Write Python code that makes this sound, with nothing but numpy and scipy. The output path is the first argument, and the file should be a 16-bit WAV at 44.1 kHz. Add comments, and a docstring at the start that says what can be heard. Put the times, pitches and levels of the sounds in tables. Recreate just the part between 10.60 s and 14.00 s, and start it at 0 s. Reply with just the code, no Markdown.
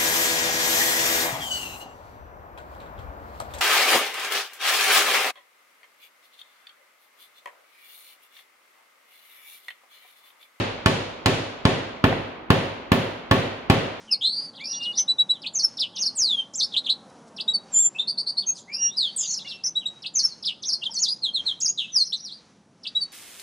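"""Sharp hammer blows, each a crack with a brief boom and a ringing room: a claw hammer drives a wooden
wedge between a stone upstand and a wall, close to a phone lying on the stone counter of a bare, hard room.
Each blow comes faintly through the stone first (a short sine), then through the air as a noise burst.
Damped sines make the boom of wall panel and cabinet; fading noise makes the echoes. A light knock follows
one blow, and a faint room tone (steady noise) lies under it all. The right microphone is a little nearer."""
import sys
import numpy as np
from scipy import signal
from scipy.fft import rfft, irfft
from scipy.io import wavfile

SR = 44100
rng = np.random.default_rng(int(sys.argv[2]) if len(sys.argv) > 2 else 0)


def invert_db(x):
    """Field ratio 10**(x/20) for x, a level in decibels (scalar or array-like)."""
    u = np.asarray(x, float) / 20
    return 10 ** u


def put_to_file(sound):
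    """Save the sound as 16-bit audio at rate SR, in the file named by the first command-line argument."""
    columns = np.atleast_2d(sound).T  # one column per channel
    safe = np.clip(columns, -1, 1)
    whole_steps = np.round(safe * 32767)
    wavfile.write(sys.argv[1], SR, whole_steps.astype(np.int16))


N = 149940  # samples, 3.4 s
LEAD_S, RING_S = .2, .75  # time computed ahead of the start; length of each blow
STONE_LEAD_S = .0018  # the sound in the stone arrives this much before the sound in the air
LEFT_LAG_S = .00016  # near sounds reach the left microphone later
ATTACK_S = 0.00011  # time constant of a quick rise


def read(table, hz):
    """Second column of a table, joined by straight lines on a log-frequency axis."""
    table = np.array(table, float)
    return np.interp(np.log(hz + 1), np.log(table[:, 0]), table[:, 1])


def decay(t, t60):
    """Exponential loss of energy: down by 60 dB after t60 seconds."""
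    return np.exp(-np.log(1000) * t / t60)


def fade(t, t60):
    """A quick rise at time zero, then exponential decay; silent before."""
    t = np.maximum(t, 0)
    return (1 - np.exp(-t / ATTACK_S)) * decay(t, t60)


def coloured(colour, t, like):
    """Spectra of two noise channels, rms 1 together; like(hz) is their left-right correlation."""
    hz = np.fft.rfftfreq(len(t), 1 / SR)
    mid, side = rfft(rng.standard_normal((2, len(t)))) * invert_db(read(colour, hz))
    like = np.clip(like(hz), -1, 1)
    pair = np.sqrt(1 + like) * mid + np.sqrt(1 - like) * side * np.array([[1], [-1]])
    rms = np.sqrt(np.mean(irfft(pair, len(t)) ** 2))
    return pair / rms, hz


def late_left(x):
    """A near source: the same sound on both microphones, the left one later."""
    return np.array([np.roll(x, round(LEFT_LAG_S * SR)), x])


# hammer blows: t/s of the crack, level/dB, treble/dB above the knee, boom/dB (body and near walls),
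# further level/dB above the top knee; the first falls before the start, so only its ring is heard
BLOWS = [(-.14, 4, 3.5, 4, -3), (0.2596, -1, 5.5, -2.5, -5.5), (0.6595, -0.5, 6, -3, -5),
         (1.0527, -0.5, 1, -4, -7), (1.4406, 0, -8, -1.5, 7), (1.9033, 0.5, -2.5, -2.5, 4),
         (2.318, -0.5, -2, -2, 9.5), (2.7117, 0.5, -2.5, -2.5, 5.5), (3.0994, 0.5, -1.5, -1.5, 2)]
OWN_SHARE = .35  # share of each blow's noise power that is its own, as the wedge sinks and the arm moves


def hammer_blows():
    """Every blow excites the same wedge, wall and room, with part of its echo pattern its own."""
    t = np.arange(int(RING_S * SR)) / SR
    lead = int(LEAD_S * SR)
    out = np.zeros((2, lead + N + len(t)))
    shared = np.array([*room(t), crack(t)])
    for s, db, treble_db, boom_db, top_db in BLOWS:
        own = np.array([*room(t), crack(t)])
        early, late, smack = np.sqrt(1 - OWN_SHARE) * shared + np.sqrt(OWN_SHARE) * own
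        blow = smack + late + invert_db(boom_db) * (body(t) + early)
        blow = irfft(contact(t, treble_db, top_db) * rfft(blow), len(t))
        i = lead + int((s - STONE_LEAD_S) * SR)
        out[:, i:i + len(t)] += invert_db(db) * blow
    return out


def contact(t, treble_db, top_db):
    """One blow's force spectrum: a harder, shorter contact lifts the treble and the very top."""
    hz = np.fft.rfftfreq(len(t), 1 / SR)

    def shelf(knee_hz, order):
        return 1 - 1 / (1 + (hz / knee_hz) ** order)

    return invert_db(treble_db * shelf(4350, order=3) + top_db * shelf(10600, order=12))


# colour of the crack: f/Hz, level/dB (per Hz, relative)
CRACK = [(100, 5), (250, 2.5), (600, -3), (1200, -0.5), (2200, -15), (4400, -9.5), (5200, -27.5),
         (7000, -21.5), (8200, -28.5), (10000, -23), (16000, -61)]
CRACK_DB, CRACK_HOLD_S, CRACK_T60_S = -7, 0.0022, 0.013


def crack(t):
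    """The direct smack through the air: a few ms of dense arrivals, held briefly and then fading fast."""
    pair, _ = coloured(CRACK, t, lambda hz: 1 + 0 * hz)
    noise = irfft(pair[0], len(t))
    u = t - STONE_LEAD_S
    envelope = np.where(u < CRACK_HOLD_S, fade(u, 1), decay(u - CRACK_HOLD_S, CRACK_T60_S))
    return late_left(invert_db(CRACK_DB) * noise * envelope)


# tones of wall panel, cabinet, wedge and hammer head: f/Hz, level/dB, time to fall 60 dB/s
BODY = [(46.8, -20.5, 0.57), (101, -23.5, 0.62), (114, -19, 0.44), (150.2, -19.5, 0.35),
        (185.8, -16.5, 0.35), (206.7, -17, 0.13), (235.4, -19, 0.37), (265.8, -19.5, .4),
        (324, -12, 0.0085), (368.4, -24.5, .3), (391.4, -20, 0.35), (347.6, -21.5, 0.17),
        (539.4, -25.5, 0.64), (647, -31.5, 0.25), (784, -21.5, 0.13), (884, -18, 0.14), (1049.5, -16, 0.13),
        (1114, -19.5, 0.19), (1764, -18, 0.11), (6770, -26, 0.026)]
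STONE_DB, STONE_HZ = -18.5, 970
MODE_SCATTER_DB = 2.  # each blow lands a little differently


def body(t):
    """A dull forerunner through the stone, then damped modes, pushed away from the listener first."""
    u = t - STONE_LEAD_S
    stone = invert_db(STONE_DB) * np.sin(2 * np.pi * STONE_HZ * t) * fade(t, 4 * STONE_LEAD_S)
    scatter_db = MODE_SCATTER_DB * rng.standard_normal(len(BODY))
    modes = 0
    for (hz, db, t60), own_db in zip(BODY, scatter_db):
        modes = modes + invert_db(db + own_db) * np.sin(2 * np.pi * hz * u) * fade(u, t60)
    return late_left(-stone - modes)  # minus: pushed away first


# colour of the near walls' echo: f/Hz, level/dB (per Hz, relative)
EARLY = [(60, -39), (150, -11.5), (300, -5), (600, -8.5), (1000, -14.5), (2000, -16), (3000, -14),
         (4500, -25), (8000, -41), (16000, -46)]
EARLY_DB, EARLY_T60_S = -11.5, 0.13
# colour of the far room's echo: f/Hz, level/dB (per Hz, relative)
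LATE = [(35, -25), (76, -11), (108, -8.5), (200, -9.5), (380, -8.5), (557, -8.5), (820, -14.5),
        (1480, -18.5), (3270, -20), (4400, -25.5), (5200, -32), (7000, -35.5), (8000, -43), (10000, -41),
        (12000, -54), (16000, -56)]
LATE_DB, LATE_RISE_S = -18.5, .02
# how long the far room rings: f/Hz, time to fall 60 dB/s
LATE_T60 = [(40, 1), (110, 0.65), (200, 0.84), (330, 0.82), (520, 0.89), (900, 1), (1940, 1.0),
            (3500, 0.92), (6000, .8), (9000, 0.53), (13500, 0.51)]
# how alike the room sounds left and right, also for the room tone: f/Hz, correlation (-1 to 1)
LIKENESS = [(50, .9), (150, 0.77), (300, 0.8), (600, 0.26), (1200, 0.0094), (2500, 0.27), (5000, -0.2),
            (12000, 0.51)]


def likeness(hz):
    """Left-right correlation of sound that comes from all around the room."""
    return read(LIKENESS, hz)


def room(t):
    """Near walls answer at once and die fast; the far room builds up and fades band by band."""
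    u = t - STONE_LEAD_S
    pair, _ = coloured(EARLY, t, likeness)
    early = invert_db(EARLY_DB) * irfft(pair, len(t)) * fade(u, EARLY_T60_S)
    pair, hz = coloured(LATE, t, likeness)
    late = 0
    for centre in 30 * 2 ** np.arange(0, 9.6, .5):  # overlapping bands, half an octave apart
        band = np.clip(1 - 2 * abs(np.log2((hz + 1) / centre)), 0, 1)
        late = late + irfft(pair * band, len(t)) * fade(u, read(LATE_T60, centre))
    build_up = 1 - np.exp(-np.maximum(u, 0) / LATE_RISE_S)
    return early, invert_db(LATE_DB) * late * build_up


# two tones of a light knock after one blow: t/s, level/dB, f/Hz, time to fall 60 dB/s
KNOCKS = [(1.5268, -11.5, 750, .018), (1.5272, -18, 1950, .02)]


def light_knock(out):
    """Adds the knock to the blows: two damped sines that start almost together."""
    t = np.arange(int(RING_S * SR)) / SR
    for s, db, hz, t60 in KNOCKS:
        i = int(LEAD_S * SR) + int(s * SR)
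        out[:, i:i + len(t)] += invert_db(db) * late_left(np.sin(2 * np.pi * hz * t) * fade(t, t60))
    return out


# colour of the room tone: f/Hz, level/dB (per Hz, relative)
FLOOR = [(25, -45), (45, -0.5), (100, -14), (250, 2), (500, -3), (1000, -2), (3000, -18), (8000, -63),
         (16000, -48)]
FLOOR_DB = -43


def room_tone():
    """Faint steady noise, as wide as the room's echoes."""
    pair, _ = coloured(FLOOR, np.arange(N), likeness)
    return invert_db(FLOOR_DB) * irfft(pair, N)


def scene():
    """Blows and knock with their lowest bass cut, over the room tone."""
    out = light_knock(hammer_blows())
    low_cut = signal.butter(3, 81, "high", fs=SR, output="sos")  # Hz
    lead = int(LEAD_S * SR)
    return signal.sosfilt(low_cut, out)[:, lead:lead + N] + room_tone()


# how the two microphones differ: f/Hz, left minus right level/dB
BALANCE_DB = [(40, -12), (80, -1.2), (4000, -0.2), (8000, -2), (12000, -4.5)]
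CLIP_TOP = 1.3  # amplitude that the rounded peaks never pass


def microphones(dry):
    """Tilts the balance by frequency, half on each side, then rounds the peaks and cuts the top."""
    lean = read(BALANCE_DB, np.fft.rfftfreq(N, 1 / SR)) / 2
    x = irfft(rfft(dry) * invert_db(np.array([lean, -lean])), N)
    rounded = CLIP_TOP * np.tanh(x / CLIP_TOP)
    top_cut = signal.ellip(6, .2, 30, 15800, fs=SR, output="sos")  # dB ripple, dB stop, Hz
    return signal.sosfilt(top_cut, rounded)


def band_limit(x):
    """A steep low-pass at the top of the band."""
    return signal.sosfilt(signal.butter(12, 16710, fs=SR, output="sos"), x)


def record(dry):
    """The finished mix as the two microphones pass it on."""
    mix = microphones(dry)
    return band_limit(mix)


dry = scene()
out = record(dry)
put_to_file(out)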